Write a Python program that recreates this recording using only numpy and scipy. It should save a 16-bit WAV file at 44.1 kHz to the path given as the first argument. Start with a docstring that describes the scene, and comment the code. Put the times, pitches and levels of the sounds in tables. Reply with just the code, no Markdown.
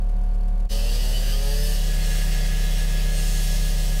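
"""Cut-off saw on concrete pipe

An idling excavator lays down a diesel drone while a two-stroke saw ticks over and sputters beside it.
The level dips briefly and the saw is at full throttle, revving up: buzzing exhaust, the siren whine of
its segmented blade, rushing air and short steel squeals. Then it bites into wet concrete pipe, and
gritty grinding rings the blade while the engine holds its speed."""
import sys
import numpy as np
from scipy import signal
from scipy.fft import rfft, irfft, next_fast_len
from scipy.io import wavfile
from scipy.ndimage import map_coordinates

SR = 44100
rng = np.random.default_rng(int(sys.argv[2]) if len(sys.argv) > 2 else 0)


def int16_out(signal):
    """Quantize to a 16-bit WAV file."""
    q = np.round(np.clip(np.atleast_2d(signal).T, -1, 1) * 32767)
    wavfile.write(sys.argv[1], SR, q.astype(np.int16))


N = 176400
FULL_THROTTLE_S, BITE_S, BITE_RISE_S = 0.6883, 1.816, 0.15

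# Harmonics of the diesel drone (multiple of the firing rate, relative level [dB])
DIESEL_HARMONICS = [(1, 2.5), (2, -20), (3, -26), (4, -32.5), (5, -21), (6, -38.5), (7, -52), (8, -44.5),
                    (9, -49.5), (10, -39.5), (11, -48.5), (12, -36), (13, -50), (14, -43.5), (15, -34),
                    (16, -41), (17, -52), (18, -43), (19, -39), (20, -29.5), (21, -51), (22, -70),
                    (23, -64), (24, -45), (25, -43.5), (26, -47), (27, -43.5), (28, -74.5), (29, -73),
                    (30, -46), (31, -47), (32, -70), (33, -45.5), (34, -79), (35, -85), (36, -71),
                    (37, -63), (38, -56), (39, -61), (40, -47), (41, -63), (42, -64), (43, -69), (44, -56),
                    (45, -48)]
# Tone colour of the diesel rumble (frequency [Hz], relative level [dB])
DIESEL_RUMBLE = [(15, -24), (25, -9), (54, -23), (118, -24), (186, -24), (264, -38.5), (488, -41.5),
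                 (729, -43), (1090, -50.5), (1350, -51.5), (2400, -51), (4500, -59.5), (15000, -67)]
# The idling saw fires only now and then (time [s], level [dB])
IDLE_POPS = [(.098, -60), (.243, -62.5), (.35, -57.5), (.488, -58), (.603, -60.5)]
# Tone colour of the saw's casing (frequency [Hz], relative level [dB])
CASING_COLOUR = [(1500, -1.5), (3800, -5), (4800, -1), (5800, -7), (8800, -3), (9500, -5), (11100, -4),
                 (12500, -17), (15500, -19)]
# Metallic resonances in the idle tick (frequency [Hz], width [Hz], relative level [dB])
CLINK_MODES = [(4490, 90, 1), (6250, 120, -10), (7800, 150, -11), (11000, 450, -8)]
# The saw engine revs up and holds (time [s], firing rate [Hz])
SAW_SPEED = [(0.75, 111.39), (0.83, 114.32), (0.95, 120.65), (1.11, 125.5), (1.23, 129.84), (1.43, 139.13),
             (1.61, 146.2), (1.79, 149.75), (1.93, 153.16), (2.13, 153.69), (2.23, 153.02), (2.33, 153.57),
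             (2.57, 153.17), (2.67, 153.68), (2.79, 153.2), (3.69, 152.8), (3.83, 153.37), (3.95, 152.97)]
# How hard the free-running exhaust barks (time [s], gain [dB])
EXHAUST_BARK = [(.72, 0), (.9, -1), (1.12, 0), (1.38, -1), (1.47, 2), (1.62, 2), (1.8, -2)]
# Muffler response while the engine runs free (frequency [Hz], level [dB])
MUFFLER_COLOUR = [(110, -40), (140, -38), (150, -34), (225, -43), (290, -57), (340, -56), (375, -49),
                  (395, -52), (430, -38), (452, -46), (470, -42), (500, -48), (545, -47), (565, -39),
                  (600, -46), (630, -43), (680, -56), (850, -53), (950, -60), (1080, -70), (1220, -53),
                  (1350, -66), (1650, -58), (1900, -54), (2200, -63), (2600, -55), (3100, -54), (3600, -59),
                  (4700, -52), (6000, -58)]
# Exhaust harmonics in the cut (multiple of the firing rate, relative level [dB])
LOADED_HARMONICS = [(1, -34.7), (2, -58.8), (3, -53.4), (4, -52.5), (5, -59.1), (6, -64.5), (7, -73.7),
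                    (8, -60.0), (9, -64.3), (10, -63.2), (11, -51.5), (12, -64.1), (13, -62.1), (14, -64.4),
                    (15, -70.6), (16, -58.8), (17, -55.4), (18, -60.6), (19, -60.5), (20, -54.0),
                    (21, -65.8), (22, -57), (23, -61.2), (24, -63.6)]
# Tone colour of the exhaust rush (frequency [Hz], relative level [dB])
EXHAUST_RUSH = [(150, -38), (230, -6.5), (290, -15), (380, -3.5), (470, -2.5), (510, -3), (560, 3),
                (640, -11), (800, -10.5), (1000, -17), (1500, -37), (2500, -17.5)]
# Belt drive, slipping under load (time [s], blade segment passes per firing)
BELT_RATIO = [(.85, 11.66), (1.16, 11.78), (1.34, 11.73), (1.5, 11.88), (1.8, 11.87), (1.95, 11.43)]
# Relative levels of the blade's whine (time [s], 1st harmonic [dB], 2nd [dB], 3rd [dB])
WHINE_LEVELS = [(.8, -64, -58, -60), (1.1, -60, -55, -56), (1.42, -58, -57, -56), (1.5, -49, -58, -53),
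                (1.73, -48, -56, -52), (1.85, -58, -60, -58), (2.2, -52, -64, -63), (2.9, -49, -64, -63),
                (3.12, -51, -64, -63), (3.26, -66, -68, -68)]
# Air off the fan and spinning blade (frequency [Hz], relative level [dB])
AIR_COLOUR = [(470, -38), (800, -8), (862, -11), (1090, -34), (1190, -15), (1430, -15), (1730, -6),
              (2270, -11), (2910, -1), (3050, -5.5), (3540, -5.5), (4600, -12), (5820, -9), (9560, -2),
              (10400, -2.5), (13400, -2.5), (15500, -12)]
# Resonances of the blade guard (frequency [Hz], width [Hz], relative level [dB])
GUARD_MODES = [(2950, 170, -3.5), (4570, 400, -1.5), (4960, 75, -6), (5970, 250, -9.5), (8250, 79, -5)]
# Resonances of the steel blade (frequency [Hz], width [Hz], relative level [dB])
BLADE_MODES = [(2607, 38, -4), (2885, 71, -1.5), (3043, 27, 1.5), (3364, 45, 0.5), (3890, 60, -3),
               (4302, 60, 0), (4570, 70, -2.5), (4780, 107, -0.5), (5265, 91, 0), (5490, 99, -3),
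               (6160, 67, -3.5), (6450, 87, -1.5), (7150, 130, -4), (7750, 78, -5.5), (8060, 98, -1.5),
               (8430, 73, -3), (9000, 140, -6), (9700, 220, -4.5), (10170, 130, -7), (10670, 80, -8),
               (11470, 120, -8.5), (12000, 110, -4), (12900, 130, -8), (13830, 110, -6), (14420, 45, -7),
               (14700, 55, -8)]
# Narrow hollows in the blade noise (frequency [Hz], width [Hz], share cancelled)
RASP_NOTCHES = [(2240, 120, .4), (3640, 150, 0.22), (5950, 150, 0.47), (6600, 160, 0.56), (7530, 130, .35),
                (8800, 130, .3), (10460, 210, 0.65), (14110, 150, .5), (14560, 100, .55)]
# Fader rides on the blade noise, as relative levels (time [s], mids [dB], treble [dB], hiss [dB])
RASP_LEVELS = [(0.72, -52, -36, -40.5), (0.83, -55.5, -39.5, -44.5), (0.99, -50.5, -36.5, -42),
               (1.09, -49.5, -38.5, -40.5), (1.17, -50, -37.5, -40), (1.25, -44, -38.5, -41),
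               (1.32, -44, -36, -40.5), (1.39, -48, -39, -42.5), (1.47, -48, -39.5, -40.5),
               (1.66, -48, -38, -36.5), (1.75, -48, -37.5, -39.5), (1.83, -51, -41, -44.5),
               (1.92, -44, -39, -44.5), (2.18, -42, -38, -40), (2.45, -42.5, -39.5, -44.5),
               (2.75, -44.5, -39, -44), (3.09, -43.5, -40.5, -46.5), (3.18, -45.5, -38, -41),
               (3.45, -44.5, -36.5, -39), (3.95, -47, -38.5, -42.5)]
# Short squeals of the blade (peak time [s], pitch [Hz], half length [s], level [dB])
BLADE_SQUEALS = [(.8, 2640, .025, -45), (.885, 2770, 0.031, -40), (.94, 4340, .04, -46),
                 (1.02, 2900, .03, -43), (1.157, 2995, .026, -33.5), (1.18, 4620, 0.033, -38),
                 (1.27, 6200, .06, -47), (1.32, 4720, .025, -40), (1.342, 3170, 0.024, -36),
                 (1.35, 1230, .045, -50), (1.52, 4690, 0.038, -40), (1.61, 13850, .06, -48),
                 (1.635, 5230, .05, -39), (1.68, 4720, 0.037, -44), (1.74, 14430, .09, -50),
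                 (1.76, 5470, 0.037, -43), (2.02, 4320, .05, -44), (2.28, 5250, .05, -45),
                 (2.66, 3910, .05, -44)]
# Tone colour of concrete being ground away (frequency [Hz], relative level [dB])
GRIT_COLOUR = [(470, -42), (800, -22), (952, -3), (1080, -28), (1250, -12), (1450, -18), (1640, -5.5),
               (1730, -1.5), (1840, -7), (2130, -7), (2300, -13), (2540, -4), (3290, -4.5), (3720, -5),
               (5400, -4), (5820, -5), (6270, -5.5), (6840, -5), (9700, -6), (11700, -6.5), (14200, -10),
               (15500, -11)]


def amp(db):
    """Decibels to gain."""
    return 10 ** (np.asarray(db) / 20)


def unit(x):
    """Scale to rms 1."""
    return x / np.sqrt(np.mean(x ** 2) + 1e-20)


def level_at(spectrum, hz):
    """Read a (frequency [Hz], level [dB]) curve along a log frequency axis."""
    f, db = np.transpose(spectrum)
    return np.interp(np.log(hz + 1), np.log(f + 1), db)


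def clock():
    """Time of each sample [s]."""
    return np.arange(N) / SR


def curves(rows):
    """One automation curve for each column after the time."""
    times, *columns = np.transpose(rows)
    return [np.interp(clock(), times, column) for column in columns]


def wobble(rate_hz):
    """A smooth random curve with rate_hz knots a second."""
    t = clock()
    coarse = t[::16]
    knots = rng.standard_normal(int(N * rate_hz / SR) + 4)
    return np.interp(t, coarse, map_coordinates(knots, [coarse * rate_hz], order=2))


def filtered(x, response):
    """EQ x with a gain given as a function of frequency."""
    size = next_fast_len(N + SR // 2)
    return irfft(rfft(x, size) * response(np.fft.rfftfreq(size, 1 / SR)), size)[:N]


def coloured(x, spectrum):
    """Give x a tone colour, at rms 1."""
    return unit(filtered(x, lambda hz: amp(level_at(spectrum, hz))))


def noise(spectrum, envelope=1):
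    """Noise shaped by an envelope, then coloured, at rms 1."""
    return coloured(envelope * rng.standard_normal(N), spectrum)


def resonance(f, hz, width):
    """Response of one mode centred on hz."""
    return 1j * f * width / (hz * hz - f * f + 1j * f * width)


def ring(x, modes):
    """Play x through a bank of resonances, at rms 1."""
    return unit(filtered(x, lambda f: sum(amp(db) * resonance(f, hz, width) for hz, width, db in modes)))


def band(x, lo_hz, hi_hz):
    """One steep-sided band of x, at rms 1."""
    return unit(filtered(x, lambda f: ((1 + (lo_hz / (f + 1)) ** 12) * (1 + (f / hi_hz) ** 12)) ** -.5))


def puffs(turns, depth):
    """One swell a cycle, sharper with more depth."""
    return unit(np.exp(depth * np.cos(2 * np.pi * turns)))


def tone(turns):
    """A sine with a random starting phase."""
    return np.sin(2 * np.pi * (turns + rng.random()))


def excavator(firing_hz=36.47):
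    """The diesel bed: firing harmonics, the upper ones wavering, over a rumble that pulses in step."""
    t = clock()
    turns = firing_hz * t + 0.0072 * wobble(2.786)
    drone = sum(amp(db - 19 + 1.23 * min((k - 1) / 8, 1) * wobble(12)) * tone(k * turns)
                for k, db in DIESEL_HARMONICS)
    rumble = amp(-41) * noise(DIESEL_RUMBLE, puffs(turns, depth=0.067))
    return (drone + rumble) * amp(-0.1 * (t > FULL_THROTTLE_S))


def idling_saw(crank_hz=41, pop_s=.007):
    """A metallic tick on each turn of the crank, and a sharper sputter when it fires."""
    t = clock()
    ticks = puffs(crank_hz * (t - .142), depth=1.5) * amp(2 * wobble(crank_hz))
    pops = sum(amp(db) * np.exp(-.5 * ((t - at) / pop_s) ** 2) for at, db in IDLE_POPS)
    casing = (amp(-68.5) * ticks + pops) * noise(CASING_COLOUR)
    clink = amp(-69.5) * ring(ticks * rng.standard_normal(N), CLINK_MODES)
    return casing + clink


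def saw_exhaust(speed, load):
    """Two-stroke buzz: firing harmonics sweep through the muffler, then settle and roughen under load."""
    bark_db, = curves(EXHAUST_BARK)
    turns = np.cumsum(speed) / SR
    shaky = turns + .005 * wobble(70)
    free = sum(amp(level_at(MUFFLER_COLOUR, k * speed) + min(k / 3, 3.5) * wobble(25)) * tone(k * shaky)
               for k in range(1, 49))
    loaded = sum(amp(db + 1.2 * min((k - 1) / 2, 1) * wobble(16)) * tone(k * shaky)
                 for k, db in LOADED_HARMONICS)
    rush = amp(-44.5 + 2 * load) * noise(EXHAUST_RUSH, puffs(turns, depth=0.43))
    return np.sqrt(1 - load) * amp(bark_db) * free + np.sqrt(load) * amp(2.5) * loaded + rush


def blade_whine(passes):
    """The slots between the blade's segments chop the air like a siren."""
    turns = passes + .04 * wobble(39.95)
    return sum(amp(db + wobble(50)) * tone(k * turns) for k, db in enumerate(curves(WHINE_LEVELS), 1))


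def rim_noise(passes, segments=24, repeat_share=.33):
    """Turbulence, part of it looping with every turn of the uneven rim."""
    rim = rng.standard_normal(600)
    position = (passes / segments + .0006 * wobble(30)) % 1
    loop = unit(map_coordinates(rim, [position * len(rim)], mode="grid-wrap"))
    return np.sqrt(repeat_share) * loop + np.sqrt(1 - repeat_share) * rng.standard_normal(N)


def blade_ring(drive, swell_db=3.2, swell_hz=11):
    """Ringing steel: each mode of the blade swells and fades by itself as the contact shifts."""
    spectrum, f = rfft(drive), np.fft.rfftfreq(N, 1 / SR)
    return unit(sum(amp(db + swell_db * wobble(swell_hz)) * irfft(spectrum * resonance(f, hz, width), N)
                    for hz, width, db in BLADE_MODES))


def rushing_air(speed, passes):
    """The draught of fan and blade pulses with the engine and rings the guard."""
    draught = rim_noise(passes) * puffs(np.cumsum(speed) / SR, depth=0.09)
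    return coloured(draught, AIR_COLOUR) + amp(-9) * ring(draught, GUARD_MODES)


def rasp(x, levels, decay_s=.012):
    """Blade noise gets close reflections, narrow notches and a fader each for mids, treble and hiss."""
    t = np.arange(SR // 10) / SR
    walls = rng.standard_normal(len(t)) * np.exp(-t / decay_s)
    x = x + amp(-7) * signal.fftconvolve(x, walls / np.linalg.norm(walls))[:N]
    x = filtered(x, lambda f: np.prod([1 - min(share, 1) / (1 + (2 * (f - hz) / width) ** 2)
                                       for hz, width, share in RASP_NOTCHES], axis=0))
    mid_db, treble_db, hiss_db = levels
    return (amp(mid_db + 0.5) * band(x, 1180, 2340)
            + amp(treble_db - 1) * band(x, 3060, 6940)
            + amp(hiss_db - 2) * band(x, 7650, 14400))


def blade_squeals(speed, glide=.6):
    """The blade sings out briefly, its pitch pulled along by the engine speed."""
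    out, t = np.zeros(N), clock()
    for at, hz, half_s, db in BLADE_SQUEALS:
        near = np.abs(t - at) < 3 * half_s
        pitch = hz * (speed[near] / np.interp(at, t, speed)) ** glide
        turns = np.cumsum(pitch) / SR + .13 * wobble(110)[near]  # phase jitter roughens the note
        out[near] += amp(db) * np.exp(-((t[near] - at) / half_s) ** 2) * tone(turns)
    return out


def concrete_grit(passes):
    """The rim scrapes concrete away: noise with a fine grain and a slower flutter."""
    grains = rim_noise(passes) * amp(0.37 * wobble(900) + 0.46 * wobble(50))
    return coloured(grains, GRIT_COLOUR)


def full_throttle_saw():
    """Exhaust and blade: rushing air crossfades into grinding at the bite, while the whine carries on."""
    speed, = curves(SAW_SPEED)
    ratio, = curves(BELT_RATIO)
    passes = np.cumsum(ratio * speed) / SR  # running count of blade segments
    load = np.clip((clock() - BITE_S) / BITE_RISE_S + .5, 0, 1)  # 0 spinning free, 1 in the cut
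    levels = np.array(curves(RASP_LEVELS)) + .55 * wobble(22.02)
    air = rushing_air(speed, passes)
    grit = concrete_grit(passes)
    steel = blade_ring(rim_noise(passes))
    spinning = np.sqrt(1 - load) * amp(-1.5) * rasp(air + amp(-5) * steel, levels)
    grinding = np.sqrt(load) * rasp(grit + amp(-2) * steel, levels)
    whine = amp(1 - load) * blade_whine(passes)  # eases by 1 dB in the cut
    return spinning + grinding + whine + blade_squeals(speed) + saw_exhaust(speed, load)


def scene(dip_half_s=0.032):
    """The diesel runs under the saw; the level dips briefly and the saw comes out at full throttle."""
    since = clock() - FULL_THROTTLE_S
    dip = np.clip(np.abs(since) / dip_half_s, 0, 1)
    diesel = excavator()
    saw = np.where(since > 0, full_throttle_saw(), idling_saw())
    return (dip * (diesel + saw))[None]


def record(dry, top_hz=15740):
    """A brick-wall low-pass on the mono mix."""
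    return filtered(dry[0], lambda hz: hz < top_hz)[None]


dry = scene()
out = record(dry)
int16_out(out)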